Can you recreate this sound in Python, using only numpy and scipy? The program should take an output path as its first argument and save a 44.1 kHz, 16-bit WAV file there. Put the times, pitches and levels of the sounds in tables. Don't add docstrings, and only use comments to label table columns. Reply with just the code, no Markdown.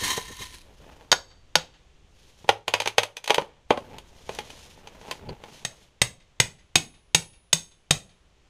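import sys
import numpy as np
from scipy import signal
from scipy.fft import rfft, irfft, next_fast_len
from scipy.io import wavfile
from scipy.ndimage import uniform_filter1d, map_coordinates

SR = 44100
rng = np.random.default_rng(int(sys.argv[2]) if len(sys.argv) > 2 else 0)


def master_out(mix):
    frames = np.transpose(np.atleast_2d(mix))
    ceiling = np.clip(frames, -1, 1)
    pcm = np.round(ceiling * 32767).astype(np.int16)
    wavfile.write(sys.argv[1], SR, pcm)


N = 374409
SIZE = 32768
T = np.arange(SIZE) / SR
HZ = np.fft.rfftfreq(SIZE, 1 / SR)

# t/s, strength/dB, hardness/dB, wall f/Hz, nail f/Hz, head ring/dB, claw ring/dB
NAIL_BLOWS = [(5.6486, -12, -1.5, 128, 1900, -52, -62), (6.0157, 0, -1.5, 120.3, 1997, -51.5, -66.5),
              (6.3996, 1, -3, 118.4, 2060, -50, -55.5), (6.755, 2, -2.5, 158, 2475, -43.5, -46),
              (7.146, 1.5, 0, 165.2, 2590, -45.5, -40.5), (7.5285, -0.5, 5.5, 163.4, 3626, -34, -51.5),
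              (7.9072, 1, -3, 147, 3740, -43, -53)]
# t/s, strength/dB, hardness/dB, freedom to ring/dB
BAR_BLOWS = [(1.116, -3, 5, 9), (1.125, 0.5, -3.5, 10), (1.554, 2, -3, -2.5)]
# t/s, strength/dB, hardness/dB
CRACKS = [(0.176, -7, -11.5), (2.4432, -21, -9), (2.48, -18, -3), (2.4904, 15, -2.5), (2.6793, 4.5, 0.5),
          (2.738, 9.5, 3), (2.8009, 2, 4.5), (2.8183, -5.5, 4), (2.8574, 0.5, 1), (2.8735, 4, 4),
          (2.9811, 15, 1.5), (3.032, 0.5, 4), (3.1674, -9.5, 6.5), (3.241, -13.5, 8.5), (3.2589, -19.5, 8),
          (3.276, -1.5, 4.5), (3.2965, 1.5, -1), (3.3037, 14, -2), (3.3438, 4, 5), (3.3805, 8.5, -7),
          (3.419, -9.5, -8), (3.7055, 14, -11), (3.7738, -3.5, -9), (3.9829, -15.5, 4), (4.2919, -4, -5.5),
          (4.348, -25.5, 14.5), (4.3869, -3, 0.5), (4.502, -16.5, 3), (4.872, -15.5, 1),
          (5.0126, -21, -2.5), (5.085, -18.5, -8), (5.111, -3, 5), (5.2902, -15, -7.5),
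          (5.4372, -14.5, -3.5)]
# peak t/s, level/dB, rise/s, fall/s (each over 64 dB)
PUSHES = [(0.08, -27, 0.8, 0.65), (0.421, -37, 0.4, 0.28), (0.544, -43, 0.35, 0.37)]
# t/s, glove level/dB, sleeve level/dB, sigma/s
GRIPS = [(0.904, -54.5, -64, 0.2), (2.268, -64, -61.5, 0.091), (2.432, -58, -64, 0.032)]
# t/s, rub level/dB, cloth level/dB
DRAG = [(3.8, -58, -69), (3.86, -53, -66), (3.99, -60, -71), (4.25, -59, -59.5), (4.33, -50, -49.5),
        (4.43, -48, -59), (4.48, -53, -53.5), (4.63, -58, -54), (4.86, -54.5, -68.5), (5.13, -52.5, -55),
        (5.25, -55, -71), (5.4, -57.5, -71), (5.55, -53.5, -54), (5.69, -57.5, -68.5), (5.83, -65.5, -60.5),
        (5.95, -75, -87)]
# t/s, level/dB, sigma/s
SHOVES = [(0.024, -35.5, 0.0082), (0.052, -51.5, 0.015), (0.307, -42.5, 0.015), (0.411, -42.5, 0.011),
          (3.92, -48.5, 0.054), (5.24, -44.5, 0.016), (5.304, -34, 0.02)]
CREAKS = [(1.014, -51, .01), (3.94, -50, 0.034), (5.061, -47.5, 0.017), (5.111, -46, 0.033),
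          (5.307, -49, 0.038), (5.472, -45, 0.014)]
# t/s, level/dB
BREEZE = [(0.0, -51.5), (2.46, -60.5), (2.72, -62), (3.17, -71.5), (3.83, -54.5), (5.29, -56.5),
          (5.77, -63.5), (7.83, -64.5), (8.49, -64)]

BAND_EDGES_HZ = [70, 300, 1200, 4500, 15000]
# base level/dB over 10 ms, strength slope/(dB/dB), hardness slope/(dB/dB)
NAIL_BANDS = [(-28, 1.2, -0.6), (-26, 1, -0.3), (-16.5, 1, 0), (-16, 0.98, 0.3)]
BAR_BANDS = [(-39.5, 2, -0.1), (-21.5, -0.5, -1.05), (-17, 0.5, 0.06), (-18.5, 2, 1.4)]
BOARD_BANDS = [(-49.5, 0.51, -1.3), (-29, 1, -.5), (-30, 1, .5), (-39.5, 0.903, 1.09)]

# f/Hz, width/Hz, level/dB
HEAD_MODES = [(166, 100, 0.5), (350, 60, -15), (527, 250, -15.5), (790, 160, -4.5), (2500, 42, -10.5),
              (3110, 220, 0), (3707, 82, 7.5), (4700, 280, -3), (5430, 100, -0.5), (6500, 96, 7.5),
              (7890, 80, 0.5), (8110, 110, 1), (9200, 38, -3.5), (10530, 130, -10), (11100, 170, -19),
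              (12800, 120, -18.5), (14000, 90, -21.5)]
BAR_MODES = [(518, 28, 2), (870, 260, -1), (1450, 27, 2.5), (1652, 110, -1.5), (2050, 230, -6.5),
             (3120, 160, -4), (3710, 160, 1.5), (4630, 260, -0.5), (5530, 45, -2.5), (5940, 80, -7.5),
             (6450, 55, 1), (6900, 50, -7.5), (7930, 120, -13), (10900, 27, -17)]
BOARD_MODES = [(465, 91, -0.5), (576, 50, -5), (844.3, 65, 0), (998, 43, -2.5), (1490, 55, -11.5),
               (1940, 500, -13), (2460, 140, -6.5), (3160, 340, -8), (3870, 240, -13.5), (4620, 270, -14),
               (6320, 230, -11)]
SCRAPE_MODES = [(1010, 41, 3), (1828, 55, 0.5), (2100, 70, -4), (3134, 135, -4), (3850, 50, -0.5),
                (4220, 92, -5.5), (5690, 59, -5), (6460, 260, -6.5), (8400, 190, -16)]
CREAK_MODES = [(496, 200, -7.5), (850, 61, 0.5)]
# f/Hz, level/dB, t60/s
HEAD_RING = [(3720, -3, .25), (4700, -9.5, .3), (5390, -7.5, .27), (6440, -3, .4), (6540, -3, .38),
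             (7870, -6, .32), (8300, -8, .38), (9120, -12.5, .35), (10730, -10.5, .22), (12030, -18.5, .2),
             (13000, -17, .22), (14000, -20, .26)]
BAR_RING = [(1480, 0, .18), (3610, -4, .25), (4590, -3, .58), (5365, -2, .3), (6470, -4, .34),
            (6560, -6, .42), (7105, -6, .2), (7730, -10, .42), (11250, -17, .33)]
# f/Hz, level/dB
SQUEAK_PARTIALS = [(2950, -6), (3250, -8), (4130, -4), (4400, 0), (4720, -2)]

# f/Hz, level/dB
HEAD_COLOUR = [(25, -25), (70, -3.5), (180, -9.5), (350, -10.5), (800, -7), (1250, -6), (2500, 7),
               (5000, -2), (8500, -7), (11000, -23), (15000, -23)]
BAR_COLOUR = [(25, -26), (80, -13.5), (350, -15), (700, -11.5), (1200, -14), (3000, -3), (6500, -19.5),
              (9000, -29), (15000, -46)]
BOARD_COLOUR = [(25, -29), (90, -9), (200, -9), (330, -17.5), (600, -13), (1250, -30), (1900, -22),
                (3000, -10), (6800, -22.5), (8000, -21.5), (10000, -21.5), (15000, -36.5)]
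SCRAPE_COLOUR = [(150, -11.5), (400, -12), (700, -24), (1300, -19), (2000, -11.5), (4000, -8.5),
                 (6500, -18.5), (10800, -16.5), (15500, -39)]
RUB_COLOUR = [(60, -13), (140, 3), (300, -1.5), (550, 0.5), (700, -3.5), (880, -1.5), (1250, -10),
              (3000, -13.5), (6000, -33)]
CLOTH_COLOUR = [(880, -38.5), (1500, -10.5), (3180, -0.5), (4890, -5.5), (6620, -4), (7600, -11.5),
                (11000, -14.5), (15500, -29.5)]
SHOVE_COLOUR = [(25, -3), (70, 1), (120, 4.5), (250, -4.5), (450, -5.5), (800, -21.5), (2000, -34),
                (5000, -80)]
AIR_COLOUR = [(20, -2.5), (100, -15.5), (153, -9), (225, -20.5), (400, -17), (600, -19.5), (1700, -26),
              (3200, -24), (4800, -31.5), (6500, -30.5), (9000, -40), (12000, -50), (15500, -61.5)]
# f/Hz, t60/s
YARD_DECAY = [(100, 0.46), (500, 0.3), (1500, 0.23), (3000, 0.21), (7000, .23), (15000, 0.22)]


def hammer(thump_db=-26, thump_step_db=1, head_db=-1, claw_db=-4, claw_hz=10366, claw_t60_s=0.71,
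           nail_db=10, nail_width_hz=100, nail_ring_db=-18, nail_t60_s=0.08):
    out = np.zeros(N)
    for k, (s, strength_db, hardness_db, wall_hz, nail_hz, head, claw) in enumerate(NAIL_BLOWS):
        levels_db = band_levels(NAIL_BANDS, strength_db, hardness_db)
        modes = varied(HEAD_MODES, detune=0.0027, spread_db=0.5) + [(nail_hz, nail_width_hz, nail_db)]
        body = resonant(modes, HEAD_COLOUR, HZ, modes_db=4.5)
        force = contact(tau_s=0.0012) * rebound()
        add(out, s, blow(body, levels_db, force, wet_db=-11.5, blur=0.33))
        add(out, s, amp(thump_db + strength_db + k * thump_step_db) * thump(wall_hz))
        add(out, s, ringing([(nail_hz, nail_ring_db, nail_t60_s)], levels_db[2]))
        add(out, s, ringing(HEAD_RING, head + head_db))
        add(out, s, amp(claw + claw_db) * np.sin(2 * np.pi * claw_hz * T) * fade(T, claw_t60_s))
    return out


def rebound(mid_delay_s=0.0018, spread=0.25, level_db=-7.5):
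    delay_s = mid_delay_s * np.exp(spread * rng.standard_normal())
    return (1 + amp(level_db) * np.exp(-2j * np.pi * HZ * delay_s)) / np.hypot(1, amp(level_db))


def thump(hz, t60_s=0.16, rise_s=0.0063):
    return np.sin(2 * np.pi * hz * T) * fade(T, t60_s) * (1 - np.exp(-T / rise_s))


def ringing(modes, level_db, spread_db=1, blur_hz=14):
    draws = rng.standard_normal((len(modes), 2))
    drifts = np.cumsum(rng.standard_normal((len(modes), SIZE)), axis=1) * np.sqrt(2 * np.pi * blur_hz / SR)
    out = np.zeros(SIZE)
    for (hz, db, t60_s), (size, phase), drift in zip(modes, draws, drifts):
        tone = np.sin(2 * np.pi * (hz * T + phase) + drift)
        out += amp(level_db + db + spread_db * size) * tone * fade(T, t60_s)
    return out


def pry_bar(gain_db=1.57, ring_db=-33, thump_db=-31, wall_hz=160):
    out = np.zeros(N)
    for s, strength_db, hardness_db, free_db in BAR_BLOWS:
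        levels_db = band_levels(BAR_BANDS, strength_db, hardness_db)
        body = resonant(BAR_MODES, BAR_COLOUR, HZ, free_db)
        add(out, s, blow(body, levels_db + gain_db, contact(tau_s=0.00086), wet_db=-15, blur=0.24))
        add(out, s, ringing(BAR_RING, levels_db[-1] + ring_db + free_db))
        add(out, s, amp(thump_db + strength_db - free_db) * thump(wall_hz))
    return out


def board_cracks(flex_hz=105, flex_db=-47, flex_slope=0.7, flex_t60_s=0.29, held_until_s=3.1):
    out = np.zeros(N)
    flex = np.sin(2 * np.pi * flex_hz * T) * fade(T, flex_t60_s)
    for s, strength_db, hardness_db in CRACKS:
        levels_db = band_levels(BOARD_BANDS, strength_db, hardness_db)
        body = resonant(varied(BOARD_MODES, detune=0.028, spread_db=2), BOARD_COLOUR, HZ, modes_db=3)
        force = contact(tau_s=0.0014) * splinters()
        add(out, s - 0.001, blow(body, levels_db, force, wet_db=-16, blur=0.72))
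        if s < held_until_s:
            add(out, s, amp(flex_db + flex_slope * strength_db) * flex)
    return out


def splinters(level_db=-9, snaps_per_s=900, t60_s=0.084):
    snaps = rng.standard_normal(SIZE) * (rng.random(SIZE) < snaps_per_s / SR)
    shower = unit(snaps * fade(T, t60_s) * (T > 0.002))
    return 1 + amp(level_db) * rfft(shower) / np.sqrt(SIZE)


def tearing(level_db=-50, slope=0.6, rise_s=0.03, t60_s=0.2, grain_db=5):
    strain = np.zeros(N)
    shape = fade(np.maximum(1 - T / rise_s, (T - rise_s) / t60_s), 1)
    for s, strength_db, _ in CRACKS:
        add(strain, s - rise_s, amp(slope * strength_db) * shape)
    fibres = rng.standard_normal(N) * amp(grain_db * wobble(700))
    crackle = unit(filtered(fibres, lambda hz: resonant(BOARD_MODES, BOARD_COLOUR, hz, modes_db=-3)))
    return amp(level_db) * strain * crackle


def scrape(hiss_db=-4, ring_db=-1.5, damping_db_per_s=14, grain_db=4, chatter_db=2,
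           jerks=13, jerks_per_s=29, jitter_s=0.004, slip_db=-15.5, spread_db=3.5, slip_s=0.005):
    def steel(hz):
        return resonant(SCRAPE_MODES, [(100, -39), (3000, -28), (7000, -17), (15000, -25.5)], hz, 2)

    push = sum(amp(db) * burst(s, rise_s, fall_s) for s, db, rise_s, fall_s in PUSHES)
    grit = rng.standard_normal(N) * amp(grain_db * wobble(900) + chatter_db * wobble(70))
    hiss = amp(hiss_db) * coloured(grit, SCRAPE_COLOUR)
    ring_gain = amp(ring_db - damping_db_per_s * np.arange(N) / SR)
    ring = ring_gain * unit(filtered(rng.standard_normal(N), steel))
    out = push * (hiss + ring)
    response = minimum_phase(steel(HZ))
    for k, (late, size) in enumerate(rng.standard_normal((jerks, 2))):
        s = (k + 1) / jerks_per_s + jitter_s * late
        jerk = unit(irfft(response * contact(slip_s, passes=1) * (0.5 + yard(wet_db=-15))))
        add(out, s - slip_s, push[round(s * SR)] * amp(slip_db + spread_db * size) * jerk)
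    return out


def squeak(at_s=5.292, level_db=-43, rise_s=0.004):
    out = np.zeros(N)
    shape = T / rise_s * np.exp(1 - T / rise_s)
    for hz, db in SQUEAK_PARTIALS:
        cycles = np.cumsum(hz * (1 + 0.017 * wobble(600)[:SIZE])) / SR
        add(out, at_s - rise_s, amp(level_db + db) * shape * np.sin(2 * np.pi * cycles))
    return out


def creaks(gain_db=0.5, slips_per_s=260, low_cut_hz=200):
    slips = (rng.random(N) < slips_per_s / SR) * rng.uniform(0.29, 1, N)
    colour = [(100, -56), (2500, -14.5), (9000, -43)]
    wood = unit(filtered(slips, lambda hz: resonant(CREAK_MODES, colour, hz, 4) * (hz > low_cut_hz)))
    return wood * sum(amp(db + gain_db) * swell(s, sigma_s) for s, db, sigma_s in CREAKS)


def handling(rub_db=1, cloth_db=2, fade_s=0.08):
    start_s, end_s = DRAG[0][0], DRAG[-1][0]
    dragging = np.interp(np.arange(N) / SR, [start_s - fade_s, start_s, end_s, end_s + fade_s], [0, 1, 1, 0])
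    drag_rub_db, drag_cloth_db = curves(DRAG)
    rub = dragging * amp(drag_rub_db + rub_db)
    cloth = dragging * amp(drag_cloth_db + cloth_db)
    for s, glove_db, sleeve_db, sigma_s in GRIPS:
        move = swell(s, sigma_s)
        rub += amp(glove_db) * move
        cloth += amp(sleeve_db) * move
    fibres = rng.standard_normal(N) * amp(3 * wobble(300) + 1.5 * wobble(25))
    wood = rub * coloured(fibres, RUB_COLOUR)
    sleeves = cloth * unit(noise(CLOTH_COLOUR) * amp(1.2 * wobble(380) + 1.5 * wobble(60)))
    shoves = sum(amp(db) * swell(s, sigma_s) for s, db, sigma_s in SHOVES)
    return wood + sleeves + shoves * noise(SHOVE_COLOUR)


def yard(wet_db, near_db=-9, near_t60_s=0.054, trees_db=-27, trees_t60_s=0.13, slap_db=-40, slap_s=0.183):
    hz, t, cells = signal.stft(rng.standard_normal(SIZE), SR, nperseg=256)
    tail = signal.istft(cells * fade(t, along(YARD_DECAY, hz)[:, None]), SR, nperseg=256)[1][:SIZE]
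    near = rng.standard_normal(SIZE) * fade(T, near_t60_s) * (T > 0.002)
    trees = rng.standard_normal(SIZE) * fade(T, trees_t60_s) * (T > 0.03)
    slap = rng.standard_normal(SIZE) * fade(np.abs(T - slap_s), 0.25) * (T > slap_s)
    far = rfft(amp(trees_db) * unit(trees) + amp(slap_db) * unit(slap))
    close = rfft(amp(near_db) * unit(near) + amp(wet_db) * unit(tail * (T > 0.007)))
    return (close + far / (1 + (HZ / 6000) ** 2)) / np.sqrt(SIZE)


def foliage_echo(x, level_db=-35, t60_s=0.51, rise_s=0.065, centre_hz=3200, width_hz=2200):
    tail = unit(rng.standard_normal(SIZE) * fade(T, t60_s) * (1 - np.exp(-T / rise_s))) / np.sqrt(SIZE)
    echo = signal.fftconvolve(x, tail)[:N]
    return amp(level_db) * filtered(echo, lambda hz: 1 / (1 + (2 * (hz - centre_hz) / width_hz) ** 2))


def outdoors(air_db=-63):
    breeze_db, = curves(BREEZE)
    breeze = noise([(15, -2.5), (30, -3), (70, 0), (140, -16.5), (400, -27), (2000, -69.5)])
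    air = amp(air_db + wobble(1.2)) * noise(AIR_COLOUR)
    return air + amp(breeze_db + 1.4 * wobble(0.87)) * breeze


def blow(body, levels_db, force, wet_db, blur):
    edges = np.array(BAND_EDGES_HZ)
    centres = np.sqrt(edges[:-1] * edges[1:])
    for _ in range(2):
        energy = np.array([np.sum(body[(HZ >= lo) & (HZ < hi)] ** 2) for lo, hi in zip(edges, edges[1:])])
        now_db = 10 * np.log10(2 * energy / SIZE / (SR / 100))
        body = body * amp(along(np.column_stack([centres, levels_db - now_db]), HZ))
    smooth = np.sqrt(np.abs(uniform_filter1d(body ** 2, size=601)))
    share = np.clip(blur, 0, 1) * np.clip(HZ / 1500, 0, 1)
    echoes = minimum_phase(body ** (1 - share) * smooth ** share) * yard(wet_db)
    return irfft(force * (minimum_phase(body) + echoes))


def contact(tau_s, passes=3):
    shape = (T / tau_s) ** 2 * np.exp(-T / tau_s)
    spectrum = rfft(rng.standard_normal(SIZE) * shape)
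    for _ in range(passes):
        whitened = irfft(spectrum / (np.abs(spectrum) + 1e-12))
        spectrum = rfft(whitened * np.sqrt(shape / shape.max()))
    return spectrum / np.sqrt(np.mean(np.abs(spectrum) ** 2))


def band_levels(bands, strength_db, hardness_db):
    return np.array(bands) @ [1, strength_db, hardness_db]


def varied(modes, detune, spread_db):
    draws = rng.standard_normal((len(modes), 2))
    return [(hz * np.exp(detune * shift), width_hz, db + spread_db * size)
            for (hz, width_hz, db), (shift, size) in zip(modes, draws)]


def resonant(modes, colour, hz, modes_db):
    peaks = sum(amp(db + modes_db) ** 2 / (1 + (2 * (hz - f) / width) ** 2) for f, width, db in modes)
    return np.sqrt(peaks + amp(along(colour, hz)) ** 2)


def minimum_phase(gain):
    cepstrum = irfft(np.log(np.maximum(gain, 1e-6)))
    cepstrum[1:SIZE // 2] *= 2
    cepstrum[SIZE // 2 + 1:] = 0
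    return np.exp(rfft(cepstrum))


def filtered(x, response):
    size = next_fast_len(N + SR // 2)
    return irfft(rfft(x, size) * response(np.fft.rfftfreq(size, 1 / SR)), size)[:N]


def coloured(x, colour):
    return unit(filtered(x, lambda hz: amp(along(colour, hz))))


def noise(colour):
    return coloured(rng.standard_normal(N), colour)


def wobble(knots_per_s):
    knots = rng.standard_normal(int(N * knots_per_s / SR) + 4)
    return map_coordinates(knots, [np.arange(N) * knots_per_s / SR])


def burst(at_s, rise_s, fall_s):
    t = np.arange(N) / SR - at_s
    return fade(np.maximum(-t / rise_s, t / fall_s).clip(0, 10), 0.94)


def swell(at_s, sigma_s):
    return np.exp(-0.5 * np.minimum(((np.arange(N) / SR - at_s) / sigma_s) ** 2, 100))


def fade(t, t60_s):
    return np.exp(-np.log(1000) * t / t60_s)


def curves(rows):
    times_s, *columns = np.transpose(rows)
    return [np.interp(np.arange(N) / SR, times_s, column) for column in columns]


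def along(points, hz):
    f, values = np.transpose(points)
    return np.interp(np.log(hz + 1), np.log(f + 1), values)


def add(track, at_s, sound):
    start = max(round(at_s * SR), 0)
    track[start:start + len(sound)] += sound[:N - start]


def amp(db):
    return 10 ** (np.asarray(db) / 20)


def unit(x):
    return x / np.sqrt(np.mean(x ** 2) + 1e-20)


def scene():
    blows = pry_bar() + hammer()
    echo = foliage_echo(blows)
    prying = board_cracks() + tearing() + scrape() + squeak() + creaks()
    return (blows + echo + prying + handling() + outdoors())[None]


def record(dry, ceiling=0.92, top_hz=15450):
    rounded = dry[0] / (1 + np.abs(dry[0] / ceiling) ** 6) ** (1 / 6)
    return filtered(rounded, lambda hz: 1 / np.sqrt(1 + (hz / top_hz) ** 300))[None]


dry = scene()
out = record(dry)
master_out(out)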